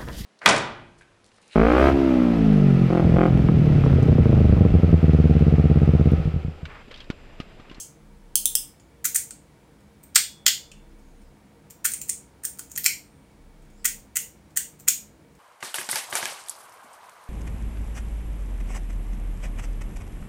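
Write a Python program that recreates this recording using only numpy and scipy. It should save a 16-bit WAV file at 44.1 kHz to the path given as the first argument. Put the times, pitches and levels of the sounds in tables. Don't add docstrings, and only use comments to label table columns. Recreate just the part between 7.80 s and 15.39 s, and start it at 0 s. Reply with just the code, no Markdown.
import sys
import numpy as np
from scipy import signal
from scipy.fft import rfft, irfft
from scipy.io import wavfile
from scipy.ndimage import uniform_filter1d

SR = 44100
rng = np.random.default_rng(int(sys.argv[2]) if len(sys.argv) > 2 else 0)


def unload_audio(sound):
    columns = np.transpose(np.atleast_2d(sound))
    steps = np.round(np.clip(columns, -1, 1) * 32767)
    wavfile.write(sys.argv[1], SR, steps.astype(np.int16))


def amplitude_ratio(level_db):
    exponent = np.asarray(level_db, float) / 20
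    return 10 ** exponent


N = 334719
LEAD = 4410
HISS_EDGE_HZ = 19000


def rocker():
    # (time [s], blow [dB], low, middle and top modes against the main ones [dB])
    snaps = [
        (-.035, -16.5, -40, -13.5, -9.5),
        (.5557, -11, -36.5, -13, -3.5),
        (.6557, -13, -34.5, -12, -1),
        (.753, -13, -17.5, -10.5, -4.5),
        (.998, -53.5, -16, -7, -33),
    ]
    # (low [Hz], low [dB], middle [Hz], main [Hz], main [dB])
    grips = [(2400, 3, 4500, 6630, 1.5), (2402, 5.5, 4300, 9100, 2.5), (2382, 2.5, 3550, 9200, 8),
             (3300, 22, 5200, 8400, 3.5), (2360, 3, 3000, 7000, 11.5)]
    # (rattle decay [ms], free middle mode [dB], band muted by a fingertip [Hz], muting [dB])
    landings = [(0.73, 8, 3300, 1), (0.48, 3, 7200, 5), (0.84, 15, 13000, 7), (0.88, 13, 4300, 11),
                (3.9, 1.5, 7200, 1.5)]
    # (centre [Hz], damping [dB])
    palms = [(1300, 2), (1300, 6), (1400, -3), (2200, -5), (1500, 2)]
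    # (first [Hz], first [dB], second [Hz], second [dB])
    favoured = [(6250, 1, 13000, -4), (6370, 5.5, 17000, 4), (7500, 2.5, 4100, 6.5), (2850, 7.5, 5300, 3.5),
                (7000, 1, 13000, 1)]
    # (centre [Hz], width [Hz], level [dB])
    families = [
        [(1527, 590, 4), (2240, 870, -3.5)],
        [(3153, 620, 3), (4295, 170, -6), (5150, 780, 4)],
        [(6120, 980, -5.5), (7600, 710, 1), (8570, 330, 3), (9000, 700, -4), (10580, 660, 1)],
        [(11900, 1700, -3), (13570, 1100, -1), (15200, 1300, -2)],
    ]
    contacts = contacts_of(snaps, grips, landings, palms, favoured)
    return toy(contacts, families, rise_ms=0.086, lumpy_db=3.6, thin_hz=1300)


def slider():
    # (centre [Hz], width [Hz], level [dB])
    families = [
        [(950, 83, -13.5), (1260, 300, -26), (1500, 240, 11), (1970, 260, -4.5), (2240, 900, 9)],
        [(3090, 480, -1.5), (3563, 390, -3), (4320, 630, 0.5), (5440, 1200, 0)],
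        [(5800, 530, -12), (7130, 1600, 3.5), (8310, 550, 2.5), (8570, 570, 2.5), (9400, 280, 0.5),
         (10150, 1800, -2.5)],
        [(12270, 980, -4), (13400, 700, -2), (14320, 2100, 0.5), (15700, 670, -6)],
    ]
    return toy(slider_contacts(), families, rise_ms=1.0, lumpy_db=2.5, thin_hz=915)


def slider_contacts():
    # (time [s], blow [dB], low, middle and top modes against the main ones [dB])
    main_clacks = [(1.2522, -17, -20, -15, -4), (1.36, -14, -29, -20, -5.5),
                   (1.5074, -33, -16.5, -14.5, -17), (2.236, -46.5, -20, -18, -6),
                   (2.357, -8.5, -21, -4, -9.5), (2.6639, -9.5, -7.5, -1.5, -9.5), (2.916, -48, -8, 2, -21),
                   (3.9065, -43, -17, -11.5, -1.5), (4.0527, -16, -22.5, -13, -3.5),
                   (4.1355, -22.5, -18, -20, -9), (4.2155, -31, -17, -13.5, -4.5),
                   (4.2925, -22.5, -16, -21, -13), (4.6505, -21, -36.5, -16.5, -7),
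                   (4.792, -31, -10.5, -14.5, -5.5), (4.916, -37, -22, -20, -6.5),
                   (4.9605, -28.5, -18, -15, -15.5), (4.9754, -28, -6.5, -8.5, 3),
                   (5.0424, -27.5, -15, -8.5, 6), (5.0604, -12.5, -3.5, -4, -6),
                   (6.0535, -14, -12, -13, -3.5), (6.3678, -17.5, -11, -12.5, -4.5),
                   (6.772, -16, -14.5, -15.5, -5.5), (6.998, -48.5, -24, -12, -0.5),
                   (7.0835, -9.5, -28, -12.5, -7.5)]
    # (low [Hz], low [dB], middle [Hz], main [Hz], main [dB])
    grips = [(1579, 14, 4220, 8100, 2.1), (1890, 12.6, 7300, 8950, 10), (2367, 5.2, 4400, 8400, 8.2),
             (2367, 5.2, 4510, 8540, 18), (1580, 11, 3700, 7500, 3), (2040, 11, 3000, 7050, 11),
             (2530, 16, 2820, 6940, 1.7), (2280, 5, 5400, 7300, 5.3), (1590, 14, 6800, 9340, 5),
             (2160, 6.5, 5500, 8900, 12), (2280, 6, 5400, 7300, 9.8), (2020, 13, 6300, 9070, 4.8),
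             (1666, 29, 5400, 8970, 12), (1440, 18.6, 4800, 10000, 3.8), (1580, 5, 5300, 6900, 8),
             (1420, 4.1, 7900, 6900, 9), (1900, 17, 1400, 9200, 6), (2414, 6, 4100, 5300, 5.1),
             (2270, 20, 5550, 7360, 6.1), (1943, 14, 3340, 9100, 0.83), (2110, 15.4, 2770, 7200, 1.8),
             (1780, 21, 2780, 7100, 5), (2290, 5, 5900, 7700, 7), (2380, 5, 5500, 7100, 2.9)]
    # (rattle decay [ms], free middle mode [dB], band muted by a fingertip [Hz], muting [dB])
    landings = [(3.5, 1, 8400, 3.5), (3.2, -0.5, 14600, 6.5), (0.76, 3, 6500, 2.2), (2.3, 4.5, 12000, 3),
                (2.8, -2, 10000, 8.7), (1.6, 4, 9700, 8.67), (1.1, 12, 10300, 16), (1.5, -2, 13000, 1.37),
                (3.3, 0, 12600, 3.7), (3.7, -6, 13500, 2.7), (1.1, -1, 12000, 1), (3.4, -6, 11000, 7.1),
                (1.9, 9, 10000, 2.7), (1.7, 2, 12000, 3), (.85, 2, 12000, 3), (1.1, 5.5, 12000, 3),
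                (1.4, -16, 18000, 8), (1.1, 4.5, 14900, 9), (2, 6, 3580, 12), (3.5, -5, 12300, 3.3),
                (2.4, 10.5, 2510, 7.9), (2.5, 0.5, 12100, 5.1), (1.5, 7, 12000, 3), (1.65, 2.5, 10000, 3.8)]
    # (centre [Hz], damping [dB])
    palms = [(2000, -2), (1250, 6), (1300, -3), (1500, 2), (1400, -3), (2700, 5), (1710, 7), (1504, 7),
             (1940, -1.5), (1500, 6), (1550, 16), (1400, 10), (2700, -3.5), (1500, 1.5), (1500, 0.5),
             (1500, 1), (1300, 6.5), (1500, 2), (1500, 3.5), (1410, 0.5), (1500, 1.5), (3000, -1.5),
             (1500, 0.5), (2600, -2)]
    # (first [Hz], first [dB], second [Hz], second [dB])
    favoured = [(7200, 2, 14000, 2.6), (2250, 4, 14500, 4.4), (7000, 1, 13000, 1), (13910, 8, 15500, 6),
                (8400, 2.5, 900, 11), (3350, 5, 5100, 4), (2780, 2, 7000, 2), (7000, 1, 13000, 1),
                (2120, 3, 14000, 2.3), (2150, 3.3, 10500, 3.3), (2300, 5, 16200, 8), (9000, 4.1, 7400, 2),
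                (9340, 1, 15000, 4.3), (7000, 1, 13000, 1), (7000, 1, 13000, 1), (7000, 1, 13000, 1),
                (13400, 4, 1600, 3), (7000, 1, 13400, 1), (4600, 2.5, 14000, 4), (3200, 2.5, 10900, 2.4),
                (9900, 3, 18000, 3), (3040, 3, 8900, 3), (7000, 1, 13000, 1), (6740, 3, 13500, 5)]
    # (time [s], blow [dB], rattle decay [ms], low modes above the clack's [dB])
    catches = [(1.244, -22, 6.3, 7.5), (1.25, -34, 2.4, 24.5), (1.3456, -18.5, 7, 6),
               (1.356, -26.5, 1.4, 26.5), (2.355, -23.5, 2.8, 6), (2.6613, -32, 2, -7),
               (4.0452, -26.5, 1.3, 12), (4.05, -26.5, 2.2, 25.5), (4.1174, -26.5, 2, -2),
               (4.213, -35.5, 4.6, 6), (4.636, -35.5, 1.7, 24), (4.644, -31.5, 3.3, 30),
               (4.9553, -38.5, 1.2, -3), (5.036, -38, 1.7, -2), (5.0553, -25, 1.7, 0.5),
               (6.046, -27, 1.25, -2), (6.049, -26, 3.6, 12.5), (6.356, -23.5, 5.6, -1),
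               (6.7638, -26.5, 3.4, 2), (7.073, -42, 4.1, 29.5), (7.0783, -19, 3.4, 20.5)]
    # (time [s], blow [dB], rattle decay [ms], low modes above the clack's [dB])
    bounces = [
        (1.2587, -23.5, 0.91, -18),
        (2.36, -11.5, 0.91, 15.5),
        (2.3635, -17, 0.88, 14.5),
        (2.366, -18, 0.51, 16),
        (2.678, -12.5, 5.2, -2.5),
        (4.2969, -20, 0.8, -31),
        (7.005, -49, 1.4, 10),
    ]
    # (time [s], blow [dB], rattle decay [ms], low modes, top modes above the clack's [dB])
    ticks = [(1.3525, -26, 2.2, 5, 1), (1.358, -22, 1.7, 5, 1), (2.3488, -28.5, 4.1, 1, 7.8),
             (2.919, -51, 0.97, -7, 1), (4.0478, -26, 1.7, 11, 1), (4.059, -22, 2.3, 0, 1),
             (4.279, -48, 1, 2, 14), (4.2855, -39, 1, -1, 9), (4.291, -40, .8, 2, 5), (4.774, -51, 1, 0, 1),
             (4.7862, -40.5, 3.4, 0, 1), (4.9128, -50, .8, 2, 1), (4.9592, -38, 1.5, 0, 1),
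             (4.9815, -31, 0.65, -2, 0.9), (5.0498, -30, 0.88, -2, 1), (6.0433, -41, 2, 7, 1),
             (6.351, -57, 3, 10, 1), (6.3613, -26.5, 2, -1.5, 1), (6.7708, -24, 1.3, 5.5, 1),
             (7.0758, -40, 2, 12, 1)]
    # (time [s], blow [dB])
    scrapes = [(1.2422, -34.5), (2.23, -55), (2.345, -50.5), (2.3455, -46), (2.658, -36.5), (3.9, -47.5),
               (4.042, -42.5), (4.281, -52), (4.283, -54), (4.633, -46), (4.788, -47.5), (4.897, -51),
               (4.906, -51.5), (6.7592, -39), (6.991, -55), (7.0697, -53)]
    # (time [s], blow [dB])
    shifts = [(2.003, -68), (3.19, -66), (3.415, -65), (5.82, -67), (5.85, -68), (5.8996, -63.5),
              (6.703, -64), (7.5503, -63)]
    scrape_ms, scrape_low_db = 5.1, -11.5
    shift_ms, shift_colour_db = 8, (-3, -4, -4.5)
    shift_grip = (2280, 5, 5350, 6800, 5, 4.25, 12000, 3.5, 1500, 1, 8200, 4, 9000, 1)

    clacks = contacts_of(main_clacks, grips, landings, palms, favoured)

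    def near(s):
        return min(clacks, key=lambda row: abs(row[0] - s))[3:]

    small = []
    for s, db, ms, low_db in catches + bounces:
        low, *rest = near(s)
        small.append((s, db, ms, low + low_db, *rest))
    for s, db, ms, low_db, top_db in ticks:
        low, middle, top, grip = near(s)
        small.append((s, db, ms, low + low_db, middle, top + top_db, grip))
    for s, db in scrapes:
        small.append((s, db, scrape_ms, scrape_low_db, *near(s)[1:]))
    for s, db in shifts:
        small.append((s, db, shift_ms, *shift_colour_db, shift_grip))
    return clacks + small


def contacts_of(clacks, grips, landings, palms, favoured):
    rows = []
    for clack, grip, landing, palm, more in zip(clacks, grips, landings, palms, favoured):
        s, db, *colour = clack
        ms, *touch = landing
        rows.append((s, db, ms, *colour, (*grip, *touch, *palm, *more)))
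    return rows


def toy(contacts, families, rise_ms, lumpy_db, thin_hz):
    free_widths = (340, 420, 650)
    grip_detune, grip_spread_db = .01, 1.5
    muted_width, palm_width, favoured_width = 0.085, .22, 0.042
    out, t, hz = np.zeros(N + LEAD), np.arange(768) / SR, np.fft.rfftfreq(2048, 1 / SR)
    count = sum(len(family) for family in families)
    draws = rng.standard_normal((len(contacts), 2 * len(t) + 2 * count))
    radiated = 1 / (1 + (thin_hz / (hz + 1)) ** 10)

    def bump(centre, share):
        return np.exp(-((hz / centre - 1) / share) ** 2)

    for (s, blow_db, decay_ms, low_db, middle_db, top_db, grip), draw in zip(contacts, draws):
        grains, sizes = draw[:len(t)], draw[len(t):2 * len(t)]
        chance = iter(draw[2 * len(t):].reshape(-1, 2))
        low_hz, low_free_db, middle_hz, main_hz, main_free_db, middle_free_db, *damping = grip
        muted_hz, muted_db, palm_hz, palm_db, *favoured = damping

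        rise = 1 - np.exp(-t * 1000 / rise_ms)
        fall = np.exp(-t * 1000 / np.clip(decay_ms, .15, 6))
        rattle = rfft(grains * amplitude_ratio(lumpy_db * sizes) * fall * rise, 2048)
        rattle = rattle / np.sqrt(uniform_filter1d(abs(rattle) ** 2, size=5))

        free = ((low_hz, low_free_db), (middle_hz, middle_free_db), (main_hz, main_free_db))
        loose = [mode(hz, f, w, db) for (f, db), w in zip(free, free_widths)] + [0]
        power = 0
        for family, db, extra in zip(families, (low_db, middle_db, 0, top_db), loose):
            body = 0
            for (f, w, mode_db), (a, b) in zip(family, chance):
                body = body + mode(hz, f * (1 + grip_detune * a), w, mode_db + grip_spread_db * b)
            body = (body + extra) * radiated
            power = power + amplitude_ratio(2 * db) * body / body.sum()
        power = power * amplitude_ratio(-2 * muted_db * bump(muted_hz, muted_width))
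        power = power * amplitude_ratio(-2 * palm_db * bump(palm_hz, palm_width))
        for f, db in (favoured[:2], favoured[2:]):
            power = power * amplitude_ratio(2 * db * bump(f, favoured_width))
        click = irfft(rattle * causal(power))[:1600] * np.sqrt(len(hz))
        add(out, s, amplitude_ratio(blow_db) * np.sqrt(SR / 400) * click)
    return out


def mode(hz, centre, width, db):
    return amplitude_ratio(2 * db) / (1 + (1.195 * (hz - centre) / width) ** 2) ** 3


def causal(power):
    cepstrum = irfft(np.log(power + 1e-12) / 2)
    fold = np.r_[1, 2 * np.ones(len(power) - 2), 1]
    return np.exp(rfft(cepstrum[:len(power)] * fold, len(cepstrum)))


def rings():
    # (time [s], frequency [Hz], level [dB], t60 [s])
    ringing = [(2.362, 3359, -40, .65), (2.362, 3499, -42, .69), (2.666, 3300, -37, .3),
               (2.666, 3500, -42, .7), (3.907, 5700, -66, .55), (5.062, 2293, -35, .25),
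               (5.062, 5696, -58, .44), (5.062, 8640, -56, 1.1), (6.368, 5700, -58, .7),
               (1.36, 8640, -58, .8)]
    out, t = np.zeros(N + LEAD), np.arange(SR) / SR
    for s, hz, db, t60 in ringing:
        envelope = amplitude_ratio(db - 60 * t / t60) * (1 - np.exp(-t / .003))
        add(out, s, envelope * np.sin(2 * np.pi * hz * t))
    return out


def rubs():
    # (start [s], length [s], from [Hz], to [Hz], level [dB])
    strokes = [
        (3.21, .19, 6700, 6520, -76),
        (3.37, .09, 9000, 9000, -76),
        (3.4, .11, 5400, 4900, -78),
        (5.801, .07, 7500, 8800, -77),
        (5.92, 0.17, 6600, 8600, -70),
        (5.97, 0.083, 5200, 4880, -70),
    ]
    out = np.zeros(N + LEAD)
    smooth = signal.butter(2, 650 / 2, fs=SR)
    for s, length, from_hz, to_hz, db in strokes:
        noise, u = rng.standard_normal((2, SR // 4)), np.arange(SR // 4) / SR / length
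        glide_hz = from_hz + (to_hz - from_hz) * u
        carrier = np.exp(2j * np.pi * np.cumsum(glide_hz) / SR)
        band = signal.lfilter(*smooth, noise[0] + 1j * noise[1]) * carrier
        swell = np.sin(np.pi * np.minimum(u, 1)) ** .5
        add(out, s, amplitude_ratio(db) * swell * evened(band.real))
    return out


def room(direct, echoed, sent):
    # (delay [s], level [dB])
    echoes = [(.0014, -6), (.0032, -11.5), (.0066, -9.5), (.0082, -17.5), (0.0148, -20), (0.0162, -22),
              (.0203, -19.5), (0.0289, -28)]
    # (frequency [Hz], t60 [s])
    tail_t60 = [(900, 0.16), (1500, 0.24), (2300, 0.27), (5500, 0.29), (9000, 0.26), (15000, 0.26)]
    # (frequency [Hz], level [dB])
    tail_colour = [(900, -2.5), (1550, -10.5), (1950, -1), (2300, 1.5), (4000, 1), (7000, -0.85),
                   (11000, -1), (15000, -1.5)]
    early = np.zeros(SR // 20)
    scatter = rng.standard_normal((len(echoes), 80)) * np.exp(-np.arange(80) / 9.0)
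    for (s, db), blur in zip(echoes, scatter):
        blur = unstriped(blur, fine=1, coarse=41)
        early[round(s * SR):][:80] += amplitude_ratio(db) * blur / np.linalg.norm(blur)
    wet = direct + signal.oaconvolve(echoed, early)[:len(direct)]

    slots = np.arange(0, SR // 2, 12)
    phase = 2 * np.pi * np.arange(len(sent)) / SR * 70
    for k in range(3):
        taps = np.zeros(SR // 2 + 12)
        taps[slots + rng.integers(0, 12, len(slots))] = rng.choice([-1., 1.], len(slots))
        hz, t, z = signal.stft(taps, SR, nperseg=256)
        decay_db = read(tail_colour, hz)[:, None] - 60 * t / read(tail_t60, hz)[:, None]
        z = z * (hz < HISS_EDGE_HZ)[:, None] * amplitude_ratio(decay_db)
        tail = signal.istft(z, SR, nperseg=256)[1]
        n = np.arange(len(tail))
        tail = tail * (1 - np.exp(-(n / SR / 0.0079) ** 2))
        tail = unstriped(tail, fine=61, coarse=601) * (n < len(tail) - 2048)
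        share = np.sqrt(2 / 3) * np.cos(phase + k * np.pi / 3)
        wet += signal.fftconvolve(sent * share, tail / np.linalg.norm(tail))[:len(sent)]
    return wet


def unstriped(x, fine, coarse):
    z = rfft(x)
    power = abs(z) ** 2 + 1e-12
    ratio = uniform_filter1d(power, size=coarse) / uniform_filter1d(power, size=fine)
    return irfft(z * np.sqrt(abs(ratio)), len(x))


def ventilation():
    # (frequency [Hz], density [dB per Hz])
    air_colour = [(24, -35), (40, -4.5), (77, -13), (203, -15), (236, -23), (267, -13.5), (409, -22),
                  (463, -21), (763, -25.5), (932, -28.5), (2350, -34), (2660, -37), (15700, -49)]
    # (frequency [Hz], level [dB])
    hiss_colour = [(2500, -0.5), (6000, -0.3), (10300, 3), (11600, -4), (12600, -3.5), (14000, 1),
                   (15600, 0.5)]
    # (centre [Hz], width [Hz], level [dB])
    ducts = [(63.6, 14, -62), (151.4, 10, -61), (207.7, 12, -60.5), (266, 3.1, -67), (327.5, 14, -68.5),
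             (466, 9, -66.5), (926, 88, -70.5), (2270, 60, -76)]
    hz = np.fft.rfftfreq(N, 1 / SR)
    white = rfft(rng.standard_normal((2, N)))
    low_cut = hz ** 6 / (hz ** 6 + 47.0 ** 6)
    shape = amplitude_ratio(read(air_colour, hz) + read(hiss_colour, hz)) * (hz < HISS_EDGE_HZ) * low_cut
    air = amplitude_ratio(-56.5) * evened(irfft(white[0] * shape, N))
    peaks = 0
    for f, w, db in ducts:
        peaks = peaks + amplitude_ratio(2 * db) * SR / (np.pi * w) / (1 + (2 * (hz - f) / w) ** 2) ** 2
    return air + irfft(white[1] * np.sqrt(peaks), N)


def throb():
    # (start of full speed [s], length [s], level [dB])
    runs = [
        (0.258, .57, -51.5),
        (2.95, 0.54, -51),
        (5.622, 0.57, -52),
    ]
    run_up, run_down = 199, 280
    wobble_db, wobble_hz, wobble_peak_s, wobble_span_s = 3, 6.8, .2, 0.11
    load_s, sag_hz, recover_s = .25, 5, .14
    t, level, hz = np.arange(N) / SR, 0, 32
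    for s, length, db in runs:
        ramps = run_up * np.maximum(s - t, 0) + run_down * np.maximum(t - s - length, 0)
        u = t - s - wobble_peak_s
        wobble = wobble_db * np.cos(2 * np.pi * wobble_hz * u) * np.exp(-(u / wobble_span_s) ** 2)
        level = level + amplitude_ratio(db - ramps + wobble)
        hz = hz - sag_hz * (t > s + load_s) * np.exp(-abs(t - s - load_s) / recover_s)
    return np.sqrt(2) * level * np.sin(2 * np.pi * np.cumsum(hz) / SR)


def evened(x):
    return x / np.sqrt(np.mean(x ** 2) + 1e-20)


def read(points, hz):
    f, value = np.transpose(points)
    return np.interp(np.log(hz + 1), np.log(f + 1), value)


def add(mix, s, sound):
    part = mix[round(s * SR) + LEAD:][:len(sound)]
    part += sound[:len(part)]


def scene():
    snaps = rocker()
    clacks = slider()
    echoed = amplitude_ratio(0.5) * snaps + clacks
    sent = amplitude_ratio(-5.0) * snaps + amplitude_ratio(-4.5) * clacks
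    toys = room(snaps + clacks, echoed, sent) + rings() + rubs()
    return (toys[LEAD:] + ventilation() + throb())[None]


def band_limit(x):
    return signal.sosfilt(signal.butter(12, 17020, fs=SR, output="sos"), x)


def record(dry):
    held = dry / (1 + np.abs(dry) ** 8) ** (1 / 8)
    edge = signal.firwin(511, 15850, window=("kaiser", 7.0), fs=SR)
    shelf = amplitude_ratio(-24) * signal.firwin(511, 16750, window=("kaiser", 8.0), fs=SR)
    limited = signal.oaconvolve(held, (edge + shelf)[None], "same")
    return band_limit(limited)


dry = scene()
out = record(dry)
unload_audio(out)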